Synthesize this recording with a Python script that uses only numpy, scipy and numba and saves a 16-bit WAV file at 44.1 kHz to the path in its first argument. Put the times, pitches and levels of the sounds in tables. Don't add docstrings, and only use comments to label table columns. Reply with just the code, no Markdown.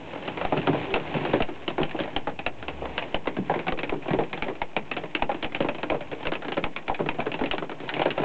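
import sys
import numpy as np
from scipy import signal
from scipy.fft import rfft, irfft
from scipy.io import wavfile
from scipy.ndimage import uniform_filter1d
from numba import njit

SR = 44100
rng = np.random.default_rng(int(sys.argv[2]) if len(sys.argv) > 2 else 0)


def generate_wav(signal):
    frames = np.transpose(np.atleast_2d(signal))
    scaled = np.clip(frames, -1, 1) * 32767
    pcm = np.round(scaled).astype(np.int16)
    wavfile.write(sys.argv[1], SR, pcm)


N = 363384


def undb(db):
    return 10 ** (np.asarray(db) / 20)


def on_log(table, hz):
    table_hz, values = np.transpose(table)
    return np.interp(np.log(hz), np.log(table_hz), values)


def curve(table):
    times, *columns = np.transpose(table)
    return [np.interp(np.arange(N) / SR, times, column) for column in columns]


def fade(x, seconds):
    return signal.lfilter([1], [1, -np.exp(-1 / (seconds * SR))], x)


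# (time [s], level [dB])
PATTER_LEVEL = [(0.0, -44), (0.78, -36), (0.96, -39.5), (1.31, -34.5), (1.44, -42), (1.7, -45.5),
                (1.99, -40), (2.41, -50.5), (3.03, -40.5), (3.21, -47), (4.31, -45), (4.61, -48.5),
                (5.69, -46.5), (6.24, -45), (6.38, -48.5), (6.77, -48), (7.48, -45), (7.66, -52.5),
                (7.96, -40), (8.1, -45), (8.24, -38.5)]


def patter(sheet_lift_db=3.5):
    glass_db = curve(PATTER_LEVEL)[0]
    return glass_db, glass_db + sheet_lift_db


# (frequency [Hz], level [dB])
BODY_COLOUR = [(90, -16.5), (155, -2.5), (215, -6), (300, 0.5), (400, -3), (480, -5.5), (580, -4),
               (825, -4.5), (1180, -10.5), (1800, -10), (2150, -10), (2500, -9), (2900, -12), (3400, -13.5),
               (4300, -21), (5600, -26)]


def rain(glass_offset_db=-7.5, sheet_offset_db=-3, sing_hz=2650, sing_db=4, sing_octaves=0.19):
    hz = np.maximum(np.arange(N // 2 + 1) * SR / N, 1)
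    sing = np.exp(-.5 * (np.log2(hz / sing_hz) / sing_octaves) ** 2)
    colour = undb(on_log(BODY_COLOUR, hz) + sing_db * sing) / (1 + (95 / hz) ** 6)
    wash = rfft(rng.standard_normal(N)) * colour
    in_glass = hz > PLATES[0][0]
    glass, sheet = irfft(wash * in_glass, N), irfft(wash * ~in_glass, N)
    glass_db, sheet_db = patter()
    return (undb(glass_db + glass_offset_db) * glass / np.std(glass)
            + undb(sheet_db + sheet_offset_db) * sheet / np.std(sheet))


# (time [s], level [dB])
ROAD_LEVEL = [(0.0, -53.5), (0.71, -49.5), (2.54, -53.5), (2.75, -53), (3.39, -56.5), (5.9, -60),
              (6.06, -53), (6.7, -63.5), (7.14, -54), (7.57, -67), (8.24, -55)]


def road(band_hz=(55, 125)):
    band = signal.butter(3, band_hz, "band", fs=SR, output="sos")
    rumble = signal.sosfilt(band, rng.standard_normal(N))
    return undb(curve(ROAD_LEVEL)[0]) * rumble / np.std(rumble)


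def small_stones(per_second=240, offset_db=(-9, -12, -15), scatter_db=3.5):
    times = rng.uniform(0, N / SR, int(per_second * N / SR))
    chance = rng.random((len(times), 5))
    glass_db, sheet_db = (db[(times * SR).astype(int)] for db in patter())
    size_db = scatter_db * np.minimum(-np.log(chance[:, :3]), 3)
    level_db = size_db + offset_db + np.transpose([glass_db, sheet_db, sheet_db])
    glass_hz, sheet_hz = 1500 + 1500 * chance[:, 3], 150 + 800 * chance[:, 4]
    return np.column_stack([times, level_db, glass_hz, sheet_hz])


@njit
def ring(at, push, pole, rise):
    out = np.zeros(N)
    for m in range(len(pole)):
        mode, early, j = 0j, 0j, 0
        for i in range(N):
            mode = mode * pole[m] + 1e-18
            early = early * pole[m] * rise + 1e-18
            while j < len(at) and at[j] <= i:
                mode, early, j = mode + push[j, m], early + push[j, m], j + 1
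            out[i] += (mode - early).imag
    return out


# (frequency [Hz], time to fall 60 dB [s])
RING_TIME = [(100, 0.41), (300, 0.23), (700, 0.1), (1800, 0.087), (3200, 0.071), (5600, 0.035)]
# (lowest mode [Hz], highest mode [Hz], modes [count],
# rise [ms], phase spread [0-1], crack delay at the lowest mode [ms], lift of the region that rings
# most [dB], its width [octaves])
PLATES = [(1153, 5600, 130, 0.23, 0.72, 2.6, 8.5, 0.12), (447.1, 1130, 40, 1.26, 0.78, 3.997, 10, 0.07),
          (88.1, 480, 34, 1.4, 0.65, 13.06, 9.5, 0.35)]


def plate(part, times, level_db, centre_hz, spot_db, dull=0, dull_db_octave=0, travel_s=.0003):
    lo_hz, hi_hz, count, rise_ms, spread, crack_ms, lift_db, lift_octaves = part
    hz = lo_hz + (hi_hz - lo_hz) * (np.arange(count) + rng.uniform(.25, .75, count)) / count
    pole = np.exp(2j * np.pi * hz / SR - np.log(1000) / (on_log(RING_TIME, hz) * SR))
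    chance = rng.random((len(times), 2, count)) - .5
    region = np.exp(-.5 * (np.log2(hz / centre_hz[:, None]) / lift_octaves) ** 2)
    landing_db = 2 * spot_db * chance[:, 0] + lift_db * (1 - .5 * dull) * region
    tilt_db = dull_db_octave * dull * np.log2(hz / lo_hz)
    weight = undb(on_log(BODY_COLOUR, hz) + landing_db + tilt_db)
    weight /= np.linalg.norm(weight, axis=1, keepdims=True)
    scatter_turns = np.clip(spread + (1 - spread) * dull, 0, 1) * chance[:, 1]
    lag_turns = 2 * np.sqrt(lo_hz * hz) * crack_ms / 1000 + .25
    push = undb(level_db)[:, None] * weight * np.exp(2j * np.pi * (scatter_turns - lag_turns))
    order = np.argsort(times)
    arrivals = ((times[order] + travel_s) * SR).astype(np.int64)
    return ring(arrivals, push[order], pole, np.exp(-1000 / (rise_ms * SR)))


# (time [s], glass tick [dB], panel knock [dB],
# roof boom [dB], glass rings most near [Hz], sheet metal rings most near [Hz])
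LARGE_STONES = [(0.1325, -35, -31.5, -40, 1310, 506), (0.157, -37, -29.5, -36, 2010, 810),
                (0.2233, -36.5, -33.5, -39, 2880, 431), (0.2759, -25, -23.5, -30.5, 2830, 840),
                (0.3722, -30, -27.5, -30.5, 2340, 1000), (0.4112, -25, -20.5, -46, 1270, 560),
                (0.449, -23.5, -18.5, -28.5, 1230, 750), (0.522, -22.5, -13.5, -17.5, 1310, 860),
                (0.566, -28, -19.5, -23, 1430, 627), (0.574, -23, -41, -25.5, 2740, 139),
                (0.592, -53, -49, -34, 2340, 110), (0.6152, -31, -42.5, -46, 2760, 156),
                (0.6708, -20, -13.5, -18.5, 1250, 740), (0.692, -37, -25, -17, 1240, 202),
                (0.7304, -29.5, -23.5, -24, 1560, 800), (0.745, -39, -19.5, -38, 2760, 440),
                (0.8301, -35, -43, -35, 2560, 300), (0.939, -14, -16, -20.5, 2770, 463),
                (0.957, -22, -16.5, -24, 1270, 368), (0.998, -32.5, -40, -48, 2720, 240),
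                (1.14, -26, -19.5, -30, 2900, 500), (1.147, -31, -36, -23.5, 2380, 122),
                (1.164, -30.5, -25.5, -25, 2590, 322), (1.211, -37, -30.5, -28.5, 2400, 115),
                (1.2497, -24.5, -21.5, -30, 1310, 333), (1.289, -44, -47, -27.5, 2430, 94),
                (1.333, -20, -13.5, -15.5, 1740, 548), (1.355, -32.5, -25, -21, 1930, 320),
                (1.4019, -24, -17.5, -21.5, 1250, 665), (1.4213, -15.5, -16.5, -56, 2720, 715),
                (1.4852, -29.5, -25, -24, 1240, 343), (1.678, -20.5, -25, -22.5, 2960, 310),
                (1.701, -32, -27.5, -42, 2780, 730), (1.7796, -25, -18.5, -23, 1550, 427),
                (1.799, -35.5, -23, -20, 1260, 428), (1.813, -30, -21.5, -19.5, 3300, 495),
                (1.8308, -20, -19, -29, 3020, 810), (1.893, -32, -43, -50, 2500, 800),
                (1.91, -28.5, -44, -45, 1880, 583), (1.945, -38.5, -24, -24.5, 1250, 390),
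                (1.989, -25.5, -21.5, -50, 1510, 550), (2.0, -24, -26, -26, 3230, 804),
                (2.035, -30, -32, -41, 1980, 600), (2.076, -34.5, -30, -47, 1800, 610),
                (2.1625, -20, -20, -25, 3180, 770), (2.2707, -22.5, -15.5, -24.5, 1270, 856),
                (2.389, -26, -26.5, -34, 2420, 785), (2.4626, -18, -19.5, -27, 2570, 702),
                (2.6251, -31, -33, -37, 1540, 675), (2.6812, -24.5, -23, -31.5, 2710, 450),
                (2.8195, -41, -27, -36, 1260, 483), (2.841, -54, -29, -42, 1250, 534),
                (2.8533, -30.5, -27.5, -35, 1270, 1030), (2.978, -18.5, -22.5, -44.5, 2900, 934),
                (3.0229, -28, -26.5, -46, 2395, 704), (3.1431, -18.5, -15.5, -24, 3080, 820),
                (3.2556, -35.5, -29, -44, 1250, 326), (3.271, -20, -18.5, -21, 2000, 410),
                (3.3658, -29.5, -26, -28.5, 1680, 267), (3.385, -41.5, -31.5, -19.5, 1260, 168),
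                (3.4955, -25.5, -13.5, -22, 1660, 797), (3.512, -39, -19.5, -40, 1250, 825),
                (3.538, -26.5, -19.5, -38, 1990, 623), (3.556, -34, -24.5, -24, 2480, 412),
                (3.59, -26.5, -27, -29, 2250, 595), (3.667, -28, -24.5, -35, 1500, 770),
                (3.68, -20, -21, -25, 2300, 756), (3.7212, -24.5, -21, -23.5, 1170, 522),
                (3.7746, -31.5, -28, -29, 2510, 397), (3.7882, -21.5, -24, -30, 2570, 456),
                (3.8313, -21.5, -25, -26, 2330, 296), (3.8931, -24, -25.5, -33, 2280, 1030),
                (3.922, -32, -19, -17.5, 1430, 430), (3.934, -33, -27.5, -21.5, 1430, 433),
                (4.0223, -35, -46, -46, 2560, 471), (4.057, -37, -28, -34, 1480, 480),
                (4.081, -28, -22.5, -26.5, 2320, 322), (4.105, -26, -21.5, -21, 1870, 174),
                (4.1321, -26.5, -23.5, -20, 2020, 430), (4.142, -35, -24.5, -22.5, 1250, 430),
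                (4.1862, -25, -12, -16, 2000, 463), (4.204, -34, -16.5, -36, 1260, 750),
                (4.2349, -31, -30, -41, 2530, 810), (4.329, -22.5, -23, -29.5, 2230, 705),
                (4.375, -32, -31, -37, 3370, 825), (4.422, -19, -22, -27, 2400, 830),
                (4.463, -36.5, -27, -27.5, 1270, 580), (4.482, -28.5, -25, -23, 1940, 407),
                (4.498, -39, -26.5, -36, 1240, 383), (4.552, -37, -38.5, -51, 2480, 500),
                (4.6157, -22.5, -19, -30, 2230, 902), (4.764, -18, -17.5, -25, 2520, 945),
                (4.913, -20, -27.5, -29, 2600, 307), (4.9653, -23, -20, -28, 2680, 720),
                (5.035, -33.5, -26.5, -30.5, 2080, 600), (5.149, -17.5, -26.5, -26.5, 2750, 310),
                (5.1938, -36, -32, -40, 2580, 850), (5.2214, -19.5, -15.5, -22.5, 2660, 840),
                (5.2916, -25.5, -14, -32, 1610, 810), (5.315, -27.5, -25, -28, 1250, 553),
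                (5.3434, -30.5, -27.5, -28, 3000, 285), (5.4256, -21.5, -26, -29.5, 3030, 303),
                (5.444, -22.5, -19.5, -27.5, 2780, 736), (5.5207, -32, -33.5, -40, 2340, 690),
                (5.5471, -20, -24, -32, 2550, 800), (5.562, -31, -44, -40, 3000, 800),
                (5.6035, -21, -15.5, -19, 2880, 550), (5.623, -30, -37, -37, 2700, 720),
                (5.6444, -28.5, -19, -21.5, 1270, 322), (5.6861, -20, -18, -28.5, 2600, 580),
                (5.746, -30.5, -32.5, -31.5, 2830, 300), (5.783, -33, -30, -37, 2500, 760),
                (5.83, -23.5, -22.5, -24.5, 1450, 302), (5.899, -22, -21, -25, 2390, 368),
                (5.917, -29.5, -14.5, -22.5, 1250, 560), (5.944, -31, -22.5, -25, 1260, 467),
                (6.0068, -30.5, -29, -38, 2200, 587), (6.1138, -31, -30.5, -36, 1770, 550),
                (6.1267, -31.5, -27, -28.5, 2620, 460), (6.2045, -37.5, -32, -46, 2280, 813),
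                (6.228, -34, -30.5, -35.5, 3200, 872), (6.252, -27.5, -24.5, -35, 1510, 470),
                (6.269, -20, -21.5, -25.5, 2490, 530), (6.318, -23, -21.5, -24, 1470, 390),
                (6.3345, -24.5, -32, -43, 2730, 695), (6.3522, -25, -26, -45, 2630, 600),
                (6.4204, -30, -27, -39, 1440, 844), (6.447, -29.5, -28, -28, 1690, 300),
                (6.4819, -27.5, -26.5, -24.5, 1450, 423), (6.5193, -23.5, -25.5, -33, 2950, 790),
                (6.568, -27.5, -22, -31, 2600, 560), (6.575, -26, -21.5, -23.5, 1450, 552),
                (6.6266, -41.5, -39.5, -29, 2310, 800), (6.6387, -19.5, -18.5, -32, 2270, 860),
                (6.661, -34, -26, -31, 2470, 228), (6.762, -21, -26.5, -34.5, 2360, 1090),
                (6.8794, -24, -25, -29.5, 2270, 390), (6.896, -27, -10.5, -27.5, 1270, 815),
                (6.944, -23.5, -32, -54, 2480, 750), (6.9904, -29, -21.5, -23.5, 1250, 370),
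                (7.001, -33, -22.5, -21, 2500, 590), (7.016, -48, -34, -26, 1250, 324),
                (7.06, -31.5, -28, -24, 1220, 610), (7.0874, -19.5, -20.5, -28.5, 2580, 950),
                (7.1434, -35, -33.5, -36, 2230, 470), (7.184, -36, -27, -26, 2620, 690),
                (7.19, -31, -20, -28, 1270, 677), (7.2017, -23, -20, -45, 2410, 830),
                (7.256, -34.5, -28.5, -41, 2770, 600), (7.2644, -26, -20.5, -21.5, 1570, 393),
                (7.316, -25, -29, -35, 2660, 706), (7.3405, -25.5, -24.5, -26.5, 2740, 935),
                (7.3898, -29.5, -26.5, -45, 2560, 307), (7.41, -27.5, -18.5, -15.5, 1510, 358),
                (7.4366, -25, -23.5, -40, 2010, 543), (7.4578, -24.5, -26.5, -32.5, 2560, 755),
                (7.5108, -16, -24, -38, 2780, 730), (7.5343, -46, -21, -25, 2260, 340),
                (7.547, -30.5, -39, -28, 3020, 400), (7.58, -23.5, -24.5, -27, 1410, 790),
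                (7.6229, -30.5, -23.5, -27, 1280, 416), (7.6937, -31.5, -30, -33, 1480, 804),
                (7.715, -31.5, -27.5, -33, 1260, 613), (7.801, -35, -36, -33.5, 1270, 387),
                (7.833, -43, -31, -32, 2000, 530), (7.877, -37, -34, -42, 3220, 940),
                (7.89, -21.5, -25, -46, 1530, 800), (7.9378, -24, -28.5, -34, 2760, 720),
                (7.965, -28, -25, -30.5, 2260, 700), (7.9938, -24.5, -21, -23, 2400, 373),
                (8.016, -21, -16, -48, 2960, 756), (8.055, -21, -17, -21.5, 1480, 565),
                (8.066, -35.5, -21.5, -23.5, 1500, 490), (8.104, -21.5, -33, -29, 2840, 450),
                (8.177, -23, -17.5, -31.5, 1280, 573), (8.198, -33, -24.5, -22, 1800, 600),
                (8.2172, -30.5, -26, -26, 1258, 426), (8.2333, -25, -20, -26, 1620, 596)]


def hail(through_frame_s=.0006):
    large = np.array(LARGE_STONES, float)
    blows = np.concatenate([large, chips(large), small_stones()])
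    times, glass_db, panel_db, roof_db, glass_hz, sheet_hz = blows[np.argsort(blows[:, 0])].T
    glass, panels, roof = PLATES
    on_metal = np.clip((panel_db - glass_db) / 13, 0, 1)
    glass_times = times + on_metal * through_frame_s
    ticks = plate(glass, glass_times, glass_db, glass_hz, spot_db=9, dull=on_metal[:, None],
                  dull_db_octave=-6)
    knocks = plate(panels, times, panel_db, sheet_hz, spot_db=7)
    booms = plate(roof, times, roof_db, sheet_hz, spot_db=11)
    return ticks + knocks + booms


def chips(stones, offset_db=(-15, -15, -19), delay_s=.0044, spread_s=.02, rattle_db=8):
    pieces = np.repeat(stones, 3, axis=0)
    chance = rng.random((len(pieces), 3))
    pieces[:, 0] += delay_s + spread_s * chance[:, 0]
    pieces[:, 1:4] += offset_db - 9 * chance[:, 1:2]
    pieces[:, 1] += rattle_db * np.clip((pieces[:, 2] - pieces[:, 1]) / 12, 0, 1)
    pieces[:, 4] *= 2 ** (chance[:, 2] - .5)
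    return pieces


# (time [s], sag depth [dB])
CAMERA_SAGS = [(0.454, -25.5), (0.941, -27), (1.3328, -38), (1.422, -21), (1.682, -40), (1.799, -36),
               (1.834, -27), (2.17, -25.5), (2.276, -35), (2.47, -30), (2.979, -41.5), (3.148, -24),
               (3.2722, -37.5), (3.728, -24), (3.9, -27.5), (4.186, -28.5), (4.424, -30), (4.623, -29),
               (4.771, -36.5), (5.154, -46.5), (5.228, -24), (5.447, -29.5), (5.548, -40), (5.602, -33.5),
               (5.6895, -35.5), (5.916, -30.5), (6.274, -26), (6.6446, -24.5), (6.899, -26),
               (7.0953, -29.5), (7.205, -36), (7.4095, -30.5), (7.513, -30.5), (8.02, -37), (8.18, -41), ]


def camera_duck(onset_s=.0029):
    drops, span = np.zeros(N), int(onset_s * SR)
    for time, depth_db in CAMERA_SAGS:
        start = int(time * SR) - span // 2
        drops[start:start + span] += undb(depth_db) / span
    gain_db = -71.5 * fade(drops, seconds=.13) - 9 * fade(drops, seconds=.024)
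    baseline = -undb(-46) - fade(drops, seconds=.034) - undb(-26) * fade(drops, seconds=.8)
    return undb(gain_db), baseline


# (time [s], slip rate [Hz], level [dB])
WIPER_SQUEAK = [(0.87, 407, -33.5), (0.96, 378.6, -26), (1.0, 393, -48)]
WIPER_GROAN = [(2.57, 119.4, -63), (2.602, 109.0, -46), (2.62, 101.3, -50), (2.654, 80, -53),
               (2.668, 74.1, -51), (2.846, 62.5, -41.5), (2.9, 62.7, -42), (2.97, 53.6, -54)]


def wiper(stroke, overtone_db, flutter_db, waver):
    hz, level_db = curve(stroke)
    t = np.arange(N) / SR
    grip = uniform_filter1d(uniform_filter1d(rng.standard_normal(N), 900), 900)
    grip /= np.std(grip)
    phase = 2 * np.pi * np.cumsum(hz * (1 + waver * grip)) / SR
    tone = sum(undb(db) * np.sin(k * phase) for k, db in enumerate((0, *overtone_db), 1))
    sliding = uniform_filter1d(1. * ((t > stroke[0][0]) & (t < stroke[-1][0])), 700)
    return sliding * undb(level_db + flutter_db * grip) * np.sqrt(2) * tone


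def scene():
    low_cut = signal.butter(3, 80, "high", fs=SR, output="sos")
    weather = signal.sosfilt(low_cut, hail() + rain())
    squeak = wiper(WIPER_SQUEAK, overtone_db=(-14,), flutter_db=3, waver=.0252)
    groan = wiper(WIPER_GROAN, overtone_db=(-8, -15, -12, -14), flutter_db=.8, waver=.008)
    return (weather + squeak + groan + road())[None]


def record(dry, mic_hz=3803, hiss_db=-63, top_hz=9200):
    gain, baseline = camera_duck()
    rounded = np.tanh(gain * dry)
    mic = signal.sosfilt(signal.butter(8, mic_hz, fs=SR, output="sos"), rounded) + baseline
    hiss = undb(hiss_db) * rng.standard_normal(N)
    return signal.sosfilt(signal.cheby2(7, 38, top_hz, fs=SR, output="sos"), mic + hiss)


dry = scene()
out = record(dry)
generate_wav(out)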